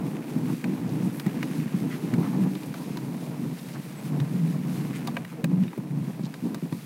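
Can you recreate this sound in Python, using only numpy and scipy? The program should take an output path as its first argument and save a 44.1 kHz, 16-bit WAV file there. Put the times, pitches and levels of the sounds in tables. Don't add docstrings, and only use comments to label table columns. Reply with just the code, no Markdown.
import sys
import numpy as np
from scipy import signal
from scipy.fft import rfft, irfft, next_fast_len
from scipy.io import wavfile
from scipy.ndimage import map_coordinates

SR = 44100
rng = np.random.default_rng(int(sys.argv[2]) if len(sys.argv) > 2 else 0)


def wav_out(sig):
    wavfile.write(sys.argv[1], SR, np.round(np.clip(np.atleast_2d(sig).T, -1, 1) * 32767).astype(np.int16))


N = 302085

# t/s, roar level/dB, shudder level/dB
AIRFLOW = [(0.02, -27.5, -35.5), (0.26, -39, -32.5), (0.59, -40, -38), (0.82, -38, -31), (1.2, -35, -38),
           (1.55, -36.5, -31), (1.72, -39, -43), (2.62, -37.5, -38), (2.92, -34.5, -34.5),
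           (3.3, -36, -38.5), (3.93, -38, -44), (4.58, -28, -35.5), (5.1, -32, -34), (5.29, -36, -51),
           (5.72, -48, -40.5), (6.13, -33.5, -42), (6.34, -38, -42), (6.85, -40, -52)]
# t/s, duration/s, roar level/dB, shudder level/dB
GUSTS = [(0.317, 0.22, -27, -28), (0.661, 0.081, -32.5, -27.5), (0.825, 0.039, -29, -35),
         (0.915, 0.18, -26.5, -31.5), (1.367, 0.073, -31.5, -28.5), (1.585, 0.029, -21.5, -27.5),
         (1.74, 0.035, -30, -32), (1.829, 0.12, -31.5, -30.5), (2.018, 0.093, -30.5, -30),
         (2.121, 0.34, -25.5, -28.5), (2.505, 0.06, -46, -32.5), (2.679, 0.027, -29.5, -34),
         (2.957, 0.2, -34, -38), (3.282, 0.021, -32, -51), (3.393, 0.13, -28, -31),
         (3.756, 0.024, -35, -41), (4.03, 0.213, -30.5, -35.5), (4.294, 0.21, -30.5, -34),
         (5.32, 0.085, -55, -40.5), (5.439, 0.21, -24, -32), (5.77, 0.38, -38, -46),
         (5.906, 0.14, -26.5, -39), (6.42, 0.145, -32, -31.5), (6.629, 0.013, -40, -28),
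         (6.729, 0.0089, -34.5, -31)]
# f/Hz, level/dB
ROAR_SPECTRUM = [(20, -61), (50, -62), (75, -34), (98, -28.5), (120, -13), (150, 0.5), (185, -2.5),
                 (230, -10.5), (280, -15), (420, -37), (900, -94)]
SHUDDER_SPECTRUM = [(100, -42), (190, -8), (245, 3.5), (315, -1), (375, -11.5), (470, -17.5), (580, -30),
                    (900, -48), (2000, -54.5)]
# t/s, duration/s, f/Hz, level/dB
BOOMS = [(0.70, 0.073, 190.3, -28), (0.91, 0.23, 120.3, -38.5), (2.42, 0.12, 188.3, -22.5),
         (4.10, 0.085, 142, -30), (4.21, 0.064, 140, -22.5), (4.42, 0.16, 179, -26.5),
         (4.8, 0.25, 150.2, -35), (5.11, 0.083, 217.6, -31.5), (5.59, 0.11, 180.3, -21)]
# t/s, peak level before the high-pass filter/dB, cutoff f/Hz
BUMPS = [(0.054, -20, 750), (0.362, -19, 400), (0.642, -22, 500), (0.83, -20.5, 230), (1.025, -20, 400),
         (1.264, -12, 600), (1.503, -21, 450), (1.661, -18.5, 270), (1.743, -14.5, 219), (1.812, -18, 350),
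         (2.135, -19.5, 600), (2.183, -14, 300), (2.555, -21.5, 600), (2.907, -23, 250), (4.193, -21, 300),
         (5.436, -18, 400), (5.451, -16.5, 300), (5.78, -19, 450), (6.197, -22, 400), (6.237, -19.5, 355),
         (6.544, -22.5, 500), (6.628, -20, 350), (6.726, -15.5, 394)]
# f/Hz, level/dB, T60/s
BOX_MODES = [(144.7, 0, 0.053), (175.4, -5, 0.12), (212, 2.5, 0.058), (283.4, -5, 0.059), (327, 2, 0.028),
             (460, -12, 0.021)]
# t/s, level/dB
SCRAPE_LEVELS = [(0, -42.5), (.24, -46.5), (.4, -42), (.53, -50), (.59, -56), (.66, -44), (1.05, -45),
                 (1.16, -50), (1.36, -46.5), (1.68, -47.5), (1.85, -46.5), (2.0, -47.5), (2.13, -43.5),
                 (2.45, -41.5), (2.52, -50.5), (2.66, -48), (2.85, -46.5), (3.48, -46.5), (3.63, -50),
                 (3.92, -51.5), (4.17, -42.5), (4.36, -47), (4.9, -47), (5.2, -47), (5.29, -55.5),
                 (5.38, -52.5), (5.6, -44), (5.7, -58), (5.8, -50.5), (6.0, -48.5), (6.33, -51),
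                 (6.52, -45.5), (6.8, -54.5)]
GRIND_LEVELS = [(0, -52.5), (.6, -51.5), (1.1, -51.5), (1.6, -49.5), (1.93, -51.5), (2.33, -51),
                (2.52, -53), (2.9, -53), (3.3, -54), (3.8, -54), (4.1, -52.5), (4.45, -52.5), (4.95, -50),
                (5.3, -55), (5.85, -58), (6.2, -56), (6.6, -56.5), (6.85, -55)]
HISS_LEVELS = [(0.0, -54.5), (0.63, -52.5), (1.98, -53.5), (2.59, -52.5), (3.15, -53), (3.59, -52),
               (4.21, -53), (4.8, -52.5), (5.46, -59), (5.91, -58.5), (6.85, -54.5)]
# f/Hz, level/dB
SCRAPE_SPECTRUM = [(200, -13.5), (450, 8), (560, 2.5), (700, 2), (1020, -0.5), (1350, -11.5), (2000, -18.5),
                   (5000, -51)]
GRIND_SPECTRUM = [(500, -25), (1000, -3), (1400, 0), (1900, 0), (2450, 0), (3100, -7.5), (4300, -15),
                  (6500, -16.5), (15000, -24)]
HISS_SPECTRUM = [(1500, -3), (4000, 3.5), (7000, -1), (10000, 1), (13000, 0), (15800, -4.5)]
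# t/s, body level/dB, body centre f/Hz, clack level/dB, clack centre f/Hz,
# snap level/dB, snap tilt/(dB per octave)
KNOCKS = [(0.641, -42, 850, -36, 2100, -44.5, -5), (1.1972, -47, 1000, -42.5, 2300, -40, -5.5),
          (1.264, -40.5, 700, -42, 1950, -44.5, 1), (1.428, -37, 700, -33, 1910, -43, -6),
          (2.1378, -49, 800, -39, 1760, -46, -6), (2.5521, -44.5, 900, -46, 3400, -50, -7),
          (2.632, -53, 900, -49, 2800, -51, -4), (2.7405, -44, 900, -44.5, 1700, -47.5, -7),
          (2.971, -40, 1100, -46.5, 1800, -42.5, -8), (4.2007, -51, 1000, -42.5, 2010, -44, -10),
          (5.073, -37, 900, -40, 4430, -38, -5), (5.082, -35, 720, -50, 1500, -54, -6),
          (5.1675, -33.5, 800, -31, 2020, -47, -7), (5.248, -50, 900, -42, 2250, -50, -2),
          (5.4422, -33, 690, -34.5, 2100, -36.5, -2), (5.679, -54, 900, -46.5, 2600, -60, 3),
          (5.7305, -41.5, 1120, -50, 2200, -58, 0), (5.7776, -43, 800, -55, 2000, -51, 3),
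          (6.193, -47, 700, -57, 1700, -61, -2), (6.34, -57, 1000, -44.5, 1770, -46.5, -9),
          (6.545, -39, 1060, -44, 1910, -41.5, -4), (6.7247, -41.5, 910, -48, 2190, -50, -6)]
# f/Hz, level/dB, T60/s
SHAFT_BODY_MODES = [(546, 13, 0.057), (686, 5.5, 0.055), (797, 6.5, 0.06), (978, 10, 0.053),
                    (1167, 11, 0.041)]
SHAFT_CLACK_MODES = [(1290, 9, 0.031), (1578, 15.5, 0.021), (1920, 15.5, 0.019), (2274, 9, 0.032),
                     (2490, 7.5, 0.029), (2860, 11, 0.02), (3680, 8, 0.036), (4110, 2, 0.027),
                     (4590, 0, 0.022)]
# f/Hz, level/dB
SNAP_SPECTRUM = [(2000, -14), (3900, 5), (6000, -1), (8200, 1.5), (11000, -0.5), (15800, 4)]
# t/s, duration/s, centre f/Hz,
# level/dB
CRUNCHES = [(0.398, 0.042, 895, -45), (0.89, 0.028, 5000, -55), (0.894, 0.025, 620, -44),
            (1.02, .07, 1050, -52), (1.056, 0.029, 9000, -53), (1.178, .09, 11900, -52),
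            (1.93, 0.045, 1840, -43), (2.254, 0.054, 1100, -42.5), (2.344, .03, 950, -44),
            (2.445, 0.031, 593, -51), (2.665, 0.017, 10900, -51), (3.593, 0.008, 4300, -50),
            (3.74, 0.03, 5000, -54), (3.758, 0.016, 1100, -44), (4.958, 0.018, 2120, -44),
            (4.964, 0.019, 8000, -48.5), (5.323, 0.019, 1050, -46.5), (5.39, 0.09, 486, -47),
            (5.637, 0.022, 2700, -50.5), (6.251, 0.025, 4300, -48.5)]
# t/s, duration/s, f/Hz, level/dB
SQUEAKS = [(1.92, 0.013, 1970, -45), (3.985, 0.032, 7800, -56.5), (5.4, 0.028, 462, -41.5)]

GUST_ATTACK_S, GUST_RELEASE_S = 0.019, 0.038
FLUTTER_DB, FLUTTER_PER_S, LOAD_DB = 2, 36, .7
SCRAPE_FLUTTER = 0.75
REBOUND_S, REBOUND_DB, SNAP_T60_S = 0.001785, -1, 0.023
FOCUS_DB = 15
DETUNE = .011
TOP_HZ = 15830


def rumble(flutter_db):
    s, deep_db, hollow_db = np.transpose(AIRFLOW)
    deep, hollow = amp(curve(np.c_[s, deep_db])), amp(curve(np.c_[s, hollow_db]))
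    for start, length, roar_db, shudder_db in GUSTS:
        shape = gust(start, length)
        deep = np.hypot(deep, amp(roar_db) * shape)
        hollow = np.hypot(hollow, amp(shudder_db) * shape)
    flutter = amp(flutter_db - 2.26)
    return flutter * (deep * even_noise(ROAR_SPECTRUM) + hollow * even_noise(SHUDDER_SPECTRUM))


def box_booms():
    return tones(BOOMS, waver=0.0591, rate=57, judder_db=1)


def box_thumps():
    track, t = np.zeros(N), np.arange(SR // 4) / SR
    hz, mode_db, t60 = np.transpose(BOX_MODES)
    onset = 1 - np.exp(-t / 0.0036)
    for s, db, cutoff_hz in BUMPS:
        excited = np.c_[hz, mode_db - 20 * np.log10(1 + (hz / cutoff_hz) ** 4), t60]
        thump = onset * ring(excited, t, scatter_db=-1.0)
        add(track, s - .003, amp(db) * unit_peak(thump))
    return signal.sosfilt(signal.butter(6, 122, "highpass", fs=SR, output="sos"), track)


def runners(flutter_db):
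    load_db = LOAD_DB * wobble(30)
    lumps = grains(N, rate=500, spread_db=2.0) + 0.78 * rng.standard_normal(N)
    scrape = amp(curve(SCRAPE_LEVELS) + SCRAPE_FLUTTER * flutter_db)
    scrape *= unit_rms(coloured(lumps, SCRAPE_SPECTRUM))
    snow = grains(N, rate=700, spread_db=5) + .8 * rng.standard_normal(N)
    grind = amp(curve(GRIND_LEVELS) + load_db + 0.9 * wobble(55))
    grind *= unit_rms(coloured(snow, GRIND_SPECTRUM))
    crystals = 0.41 * grains(N, rate=680, spread_db=6.5) + rng.standard_normal(N)
    hiss = amp(curve(HISS_LEVELS) + load_db + 1.53 * wobble(17))
    hiss *= unit_rms(coloured(crystals, HISS_SPECTRUM))
    return scrape + grind + hiss


def shaft_knocks():
    track, t = np.zeros(N), np.arange(SR // 8) / SR
    hz, spectrum_db = np.transpose(SNAP_SPECTRUM)
    onset = 1 - np.exp(-t / 0.00055)
    decay = amp(-60 * t / SNAP_T60_S) + .03 * amp(-60 * t / 0.097)
    for s, body_db, body_hz, clack_db, clack_hz, snap_db, tilt_db in KNOCKS:
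        body = amp(body_db) * strike(SHAFT_BODY_MODES, body_hz, t)
        clack = amp(clack_db) * strike(SHAFT_CLACK_MODES, clack_hz, t)
        noise = coloured(rng.standard_normal(len(t)), np.c_[hz, spectrum_db + tilt_db * np.log2(hz)])
        snap = amp(snap_db) * unit_burst(noise * onset * decay)
        add(track, s, body + clack + snap)
    return signal.sosfilt(signal.butter(4, 380, "highpass", fs=SR, output="sos"), track)


def snow_crunches():
    track = np.zeros(N)
    for s, length, hz, db in CRUNCHES:
        band = [(hz / 6, -28), (hz / 2, -10), (hz, 0), (hz * 2, -14), (hz * 6, -40)]
        crush = unit_rms(coloured(grains(SR, rate=700, spread_db=0.0), band))
        add(track, s - .5, amp(db) * swell(length) * crush)
    return track


def fitting_squeaks():
    return tones(SQUEAKS, waver=0.0046, rate=790, judder_db=-2)


def gust(start, length):
    t = np.arange(N) / SR - start
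    rise = np.clip(.5 + t / GUST_ATTACK_S, 0, 1)
    return rise * np.clip(1 - (t - length) / GUST_RELEASE_S, 0, 1)


def even_noise(spectrum):
    noise = unit_rms(coloured(rng.standard_normal(N), spectrum))
    window = signal.windows.hann(SR // 12)
    power = np.abs(signal.fftconvolve(noise ** 2, window / window.sum(), "same"))
    return unit_rms(noise / np.sqrt(power + 1e-4))


def tones(rows, waver, rate, judder_db):
    track = np.zeros(N)
    for s, length, hz, db in rows:
        phase = 2 * np.pi * np.cumsum(hz * (1 + waver * wobble(rate, size=SR))) / SR
        envelope = amp(db + judder_db * wobble(rate, size=SR)) * swell(length)
        add(track, s - .5, envelope * np.sqrt(2) * np.sin(phase))
    return track


def strike(modes, centre_hz, t):
    hz, db, t60 = np.transpose(modes)
    excited = np.c_[hz, db - FOCUS_DB * np.log2(hz / centre_hz) ** 2, t60]
    contact = 1 - np.exp(-t / .00025)
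    sound = contact * ring(excited, t, scatter_db=2.0)
    add(sound, REBOUND_S, amp(REBOUND_DB) * contact * ring(excited, t, scatter_db=3.0))
    return unit_burst(sound)


def ring(modes, t, scatter_db):
    hz, db, t60 = np.transpose(modes)[:, :, None]
    strength, detune, sign = rng.standard_normal((3, len(modes), 1))
    waves = np.sign(sign) * np.sin(2 * np.pi * hz * (1 + DETUNE * detune) * t)
    return np.sum(amp(db + scatter_db * strength - 60 * t / t60) * waves, axis=0)


def grains(size, rate, spread_db):
    breaks = rng.random(size) < rate / SR
    strength, push = rng.standard_normal((2, size))
    return unit_rms(breaks * amp(spread_db * np.minimum(strength, 2)) * np.sign(push))


def swell(length):
    return np.exp(-2 * ((np.arange(SR) / SR - .5) / length) ** 2)


def wobble(rate, size=N):
    return map_coordinates(rng.standard_normal(SR // 10), [np.arange(size) * rate / SR], mode="wrap")


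def curve(rows):
    return np.interp(np.arange(N) / SR, *np.transpose(rows))


def coloured(x, points):
    m = next_fast_len(len(x) + 8192)
    hz, db = np.transpose(points)
    gain = amp(np.interp(np.log(np.fft.rfftfreq(m, 1 / SR) + 1), np.log(hz), db))
    return irfft(rfft(x, m) * gain, m)[:len(x)]


def add(track, s, sound):
    start = max(round(s * SR), 0)
    part = track[start:start + len(sound)]
    part += sound[:len(part)]


def amp(db):
    return 10 ** (np.asarray(db) / 20)


def unit_rms(x):
    return x / np.sqrt(np.mean(x ** 2) + 1e-20)


def unit_peak(x):
    return x / (np.abs(x).max() + 1e-20)


def unit_burst(x):
    return x / np.sqrt(np.sum(x ** 2) / (SR // 100) + 1e-20)


def scene():
    flutter_db = FLUTTER_DB * wobble(FLUTTER_PER_S)
    booms, squeaks = box_booms(), fitting_squeaks()
    low_sounds = rumble(flutter_db) + booms + box_thumps()
    snow = runners(flutter_db) + snow_crunches()
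    return (low_sounds + snow + shaft_knocks() + squeaks)[None]


def record(dry):
    m = next_fast_len(N + 8192)
    passband = np.fft.rfftfreq(m, 1 / SR) < TOP_HZ
    return irfft(rfft(dry, m) * passband, m)[:, :N]


dry = scene()
out = record(dry)
wav_out(out)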